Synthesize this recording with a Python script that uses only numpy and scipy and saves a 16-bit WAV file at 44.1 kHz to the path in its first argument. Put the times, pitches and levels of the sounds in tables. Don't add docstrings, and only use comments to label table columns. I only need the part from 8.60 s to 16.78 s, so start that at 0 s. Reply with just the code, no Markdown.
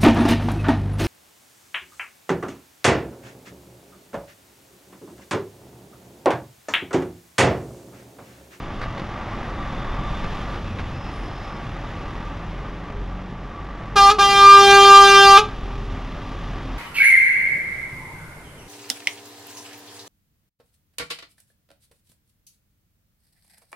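import sys
import numpy as np
from scipy import signal
from scipy.fft import rfft, irfft
from scipy.io import wavfile
from scipy.ndimage import map_coordinates

SR = 44100
rng = np.random.default_rng(int(sys.argv[2]) if len(sys.argv) > 2 else 0)


def store_pcm(level_fs):
    pcm = np.round(np.clip(level_fs, -1, 1) * 32767).astype(np.int16)
    wavfile.write(sys.argv[1], SR, np.atleast_2d(pcm).T)


N = 360738
T = np.arange(N) / SR
FREQ = np.arange(N // 2 + 1) * SR / N

# time in seconds, firings per second.
FIRING_RATE = [(0, 48), (.55, 40.82), (1.3, 41.5), (1.95, 48.02), (2.7, 41), (3.5, 41), (5.15, 47.43),
               (5.7, 40.9), (8.18, 41.07)]
# multiple of the firing rate, relative level in dB.
HUM_TONES = [(.5, -16), (1, 4), (2, -9), (3, -10.5), (4, -17.5), (5, -18.5), (6.5, -18.5)]
# time in seconds, relative level in dB.
THROB_LEVELS = [(0, -42), (.8, -39.5), (1, -33), (1.4, -29.5), (1.8, -36), (2.1, -33.5), (2.95, -37.5),
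                (3.2, -30), (3.5, -34), (4.1, -34), (4.45, -31), (4.7, -36.5), (6.6, -36), (7, -30),
                (8, -30), (8.18, -30.5)]
# time in seconds, clatter level in dB, treble level in dB.
ROAD_LEVELS = [(0, -36.5, -47.5), (1.3, -33.5, -46), (1.8, -35, -43), (2.1, -38.5, -47), (3.2, -37, -47.5),
               (4.3, -40, -51.5), (4.8, -41.5, -53.5), (5.3, -39.5, -51.5), (7, -40, -48), (8.18, -39, -47)]
# frequency in Hz, relative level in dB.
RUMBLE_COLOUR = [(15, -14), (24, -4.5), (32, -7), (46, -3), (55, -8), (70, -15), (84, -8.5), (97, -7),
                 (152, -11), (201, -12.5), (254, -15), (360, -19.5), (420, -19), (550, -26.5), (920, -92)]
CLATTER_COLOUR = [(180, -32), (300, -4.5), (364, -5.5), (404, -19), (450, -14.5), (572, -2), (612, -6),
                  (786, -3), (1040, -6.5), (1170, -3.5), (1390, -9.5), (1980, -11), (3000, -24.5),
                  (3900, -51), (6600, -120)]
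TREBLE_COLOUR = [(1530, -14), (2600, -4), (3510, -5), (4260, -13), (5370, -14), (7130, -22.5),
                 (7850, -28.5), (8790, -28.5), (11000, -36), (15500, -37)]
# time of the peak in seconds, fade time in seconds, pitch in Hz, level in dB.
WIND_PUFFS = [(.15, .15, 22.8, -36), (0.345, .05, 111, -34), (1.55, 0.43, 23, -29),
              (1.652, 0.0091, 129, -23.5), (2.21, 0.22, 96.8, -31.5), (7.279, 0.2, 94, -38)]
# start in seconds, level in dB, seconds to fade by 60 dB.
CLANK_HITS = [(0.2125, -22, 0.1), (0.226, -33.5, 0.16), (.376, -30, 0.11), (.394, -28, 0.063),
              (1.639, -29, 0.12), (1.935, -33, 0.25), (2.185, -27.5, 0.14), (2.711, -32, .05),
              (3.3, -36, .08)]
# frequency in Hz, relative level in dB.
CLANK_COLOUR = [(300, 11), (800, 4.5), (1400, 7), (2500, 0.5), (4700, -10), (7000, -24.5), (14000, -41)]
# start and end in seconds, pitch and width in Hz, level in dB.
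HISS_BANDS = [(.95, 1.73, 3530, 305, -53), (1.55, 2.7, 201, 74, -40), (2.049, 2.55, 2620, 220, -52.5),
              (2.329, 3, 5200, 450, -58), (2.5, 2.7, 9540, 2500, -68.5), (3.9, 4.5, 410, 36, -47.5),
              (4.83, 5.4, 1155, 20, -43), (7.2, 9, 263, 11, -47.5)]
# time in seconds, pitch in Hz, level in dB.
DRONE_PATH = [(2.9, 164, -62), (3.7, 166, -47), (4.2, 174, -42.5), (4.7, 186, -42.5), (5.1, 194, -55),
              (5.6, 206, -44), (6.8, 208, -49), (7.3, 208, -68)]
# when the valve opens and when it shuts, in seconds,
# then the fraction by which the pitch leaps as the pressure drops.
HORN_BLASTS = [(5.356, 5.499, .065), (5.583, 6.774, 0.0722)]
HORN_LOW_TONES = [-21, -17.5, -9.5, -21]
# frequency in Hz, relative dB.
BLARE_COLOUR = [(1990, -7), (2390, 0.5), (2790, -2), (3180, 0.5), (3600, -1.5), (4000, -4.5), (5200, -7.5),
                (6000, -11.5), (7200, -17), (7950, -25), (8400, -20), (10000, -26), (11200, -36),
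                (15000, -39)]
RUSH_COLOUR = [(300, -24), (1200, -1.5), (3500, -5), (6000, -6), (8000, -12), (10000, -7.5), (15000, -18)]
# time in seconds, then gains in dB for the low tones,
# the blare and its bright edge.
HORN_FACING = [(5.4, -4.1, -24, -20), (5.75, -3, -20.5, -21), (6.1, .8, -17, -17), (6.4, 1.3, -17, -16.5),
               (6.6, 3.5, -16, -16.5), (6.76, 0.5, -16.5, -17)]
# delay in milliseconds (ms),
# its drift in ms per second, its bend in ms per second squared, gain in dB.
ECHO_PATHS = [(3.54, 1.67, 0.31, -12), (6.26, -2, 0.44, -8.5), (7.591, -3.5, -0.12, -12.5),
              (10.531, -0.55, 1.626, -9.5), (13.118, -1.63, -1.169, -7), (15.423, -0.27, 1.02, -9.5),
              (17.947, 2.083, 0.077, -11)]


def undb(db):
    return 10 ** (np.asarray(db) / 20)


def unit(x):
    return x / np.sqrt(np.mean(x ** 2))


def curves(rows):
    times, *columns = np.transpose(rows)
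    return [np.interp(T, times, column) for column in columns]


def gain_at(hz, points):
    freqs, db = np.transpose(points)
    return undb(np.interp(np.log(hz + 1), np.log(freqs), db))


def colour(x, gain):
    return irfft(rfft(x) * gain, N)


def noise(gain):
    return unit(colour(rng.standard_normal(N), gain))


def band(hz, reach_hz):
    return 1 / (1 + ((FREQ - hz) / reach_hz) ** 2)


def wander(rate):
    return noise(band(0, rate))


def diesels(throb_db=-5.0, knock=0.074, puff=0.15, cruise_db=-38, whine_hz=1170):
    clatter_db, treble_db = curves(ROAD_LEVELS)
    effort_db = clatter_db - cruise_db
    firing_hz = curves(FIRING_RATE)[0] * (1 + .01 * wander(8.1))
    phase = 2 * np.pi * np.cumsum(firing_hz) / SR
    hum = sum(undb(db + 2 * wander(2.4)) * np.cos(k * phase + rng.uniform(0, 2 * np.pi))
              for k, db in HUM_TONES)
    exhaust = np.sqrt(2) * hum * undb(curves(THROB_LEVELS)[0] + throb_db)
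    whine = noise(band(whine_hz, 34)) * undb(-46.5 + 1.2 * effort_db + 1.1 * wander(2.5))
    firing = np.exp(-(phase / (2 * np.pi) % 1) / 0.38)
    firing = (firing - firing.mean()) / firing.std() * (1 + 1.1 * wander(36))

    def pulsed(depth, tone_colour):
        pulses = rng.standard_normal(N) * (1 + depth * firing)
        return unit(colour(pulses, gain_at(FREQ, tone_colour)))
    rumble = pulsed(puff, RUMBLE_COLOUR) * undb(-33.5 + 0.5 * effort_db)
    clatter = pulsed(knock, CLATTER_COLOUR) * undb(clatter_db + 0.75 * wander(11))
    treble = pulsed(knock, TREBLE_COLOUR) * undb(treble_db + .5 * wander(12))
    return exhaust + whine + rumble + clatter + treble


def wind(width=0.28):
    out = 0
    for peak_s, fade_s, hz, db in WIND_PUFFS:
        swell = np.exp(-((T - peak_s) / fade_s) ** 2)
        out += undb(db) * swell * noise(band(hz, width * hz))
    return out


def clanks(rise_s=0.0038):
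    blows = 0
    for start, db, fade_s in CLANK_HITS:
        age = np.maximum(T - start, 0)
        blows += np.minimum(age / rise_s, 1) * undb(db - 60 * age / fade_s)
    rattle = undb(2 * wander(150))
    return blows * noise(gain_at(FREQ, CLANK_COLOUR)) * rattle


def hisses(fade_s=0.037, flicker_db=2.0):
    out = 0
    for start, stop, hz, width_hz, db in HISS_BANDS:
        swell = np.clip(np.minimum(T - start, stop - T) / fade_s, 0, 1)
        out += undb(db + flicker_db * wander(5.8)) * swell * noise(band(hz, width_hz / 2))
    return out


def drone(waver=0.007):
    hz, db = curves(DRONE_PATH)
    phase = 2 * np.pi * np.cumsum(hz * (1 + waver * wander(8.8))) / SR
    return np.sqrt(2) * undb(db) * np.cos(phase)


def valve(rise_s=0.012, fade_s=0.11, leap_s=0.0055, settle_s=0.016, bark_s=0.0132):
    air, leap, rasp = np.zeros((3, N))
    for start, stop, leap_size in HORN_BLASTS:
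        since_open, since_shut = np.maximum(T - start, 0), np.maximum(T - stop, 0)
        air += np.minimum(since_open / rise_s, 1) * undb(-60 * since_shut / fade_s)
        leap = np.where(T > start, leap_size * np.minimum(since_shut / leap_s, 1), leap)
        rasp += (T > start) * np.exp(-since_open / settle_s)
        rasp += (T > stop) * np.exp(-since_shut / bark_s)
    return air, leap, rasp


def blare(phase, horn_hz, flutter=0.11, rush_db=-18, spread_rad=13.0):
    overtones = np.arange(5, 40)
    cycle = np.linspace(0, 2 * np.pi, 2048)
    smear = spread_rad * np.log(overtones[:, None]) ** 2
    waves = np.cos(np.outer(overtones, cycle) - smear)
    one_pulse = unit(gain_at(overtones * horn_hz, BLARE_COLOUR) @ waves)
    pulses = np.interp(phase % (2 * np.pi), cycle, one_pulse)
    rush = noise(gain_at(FREQ, RUSH_COLOUR)) * (1 + np.cos(phase) / 2)
    return pulses * (1 + flutter * wander(76)) + undb(rush_db) * rush


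def horn(horn_hz=398.24, sag_hz_per_s2=1.55, jitter=0.00204, stutter=0.0498, ring=0.31, flare_rad=0.67,
         edge_hz=3780, shake_hz=50, shake=0.034, bark_db=3.5):
    air, leap, rasp = valve()
    low_db, blare_db, edge_db = curves(HORN_FACING)
    pitch = horn_hz - sag_hz_per_s2 * np.maximum(T - HORN_BLASTS[0][0], 0) ** 2
    wobble = (jitter + stutter * rasp) * wander(224)
    phase = 2 * np.pi * np.cumsum(pitch * (1 + leap + wobble)) / SR
    body = 0
    for k, db in enumerate(HORN_LOW_TONES, 1):
        strength = np.sqrt(2) * undb(db + low_db) * air ** (ring * k)
        body += strength * np.cos(k * phase - flare_rad * k ** 2)
    upper = blare(phase, horn_hz)
    edge = colour(upper, (1 + np.tanh((FREQ - edge_hz) / 100)) / 2)
    upper = (upper - edge) * undb(blare_db) + edge * undb(edge_db)
    shake_phase = 2 * np.pi * np.cumsum(shake_hz * (1 + 0.02 * wander(12))) / SR
    throb = 1 + shake * np.cos(shake_phase)
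    return throb * (body + upper * air * undb(bark_db * rasp))


def passing_echoes(x, mid_pass_s=6.1, sway_ms=0.0089):
    out, since = x, T - mid_pass_s
    for delay_ms, drift, bend, db in ECHO_PATHS:
        lag_s = (delay_ms + drift * since + bend * since ** 2 + sway_ms * wander(4)) / 1000
        out = out + undb(db) * map_coordinates(x, [(T - lag_s) * SR], order=3)
    return out


def street(x, near_db=-16, near_fade_s=0.27, far_db=-21, far_fade_s=2.7, far_hz=650, build_s=0.025):
    def tail(fade_s, gain):
        wash = noise(gain) * undb(-60 * T / fade_s) * np.minimum(T / build_s, 1)
        return wash / np.sqrt(np.sum(wash ** 2)) * np.sqrt(np.mean(gain ** 2))
    near = undb(near_db) * tail(near_fade_s, band(2000, 8200))
    far = undb(far_db) * tail(far_fade_s, band(0, far_hz))
    return x + signal.fftconvolve(x, near + far)[:N]


def scene(lag_samples=0.78, apart_db=-5):
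    sound = street(passing_echoes(horn())) + diesels() + drone() + clanks() + hisses() + wind()
    half_lead = np.exp(1j * np.pi * FREQ * lag_samples / SR)
    side = colour(sound * wander(60), undb(apart_db) * (FREQ / 15600) ** 2)
    return np.array([colour(sound, 1 / half_lead) + side, colour(sound, half_lead) - side])


def record(dry, notch_hz=7850, notch_reach_hz=170, notch_depth=0.72, knee=11.0, top_hz=15600):
    heard = colour(dry, 1 - notch_depth * band(notch_hz, notch_reach_hz))
    rounded = heard / (1 + np.abs(heard) ** knee) ** (1 / knee)
    treble_cut = signal.ellip(8, .05, 50, top_hz, fs=SR, output="sos")
    return signal.sosfiltfilt(treble_cut, rounded)


dry = scene()
out = record(dry)
store_pcm(out)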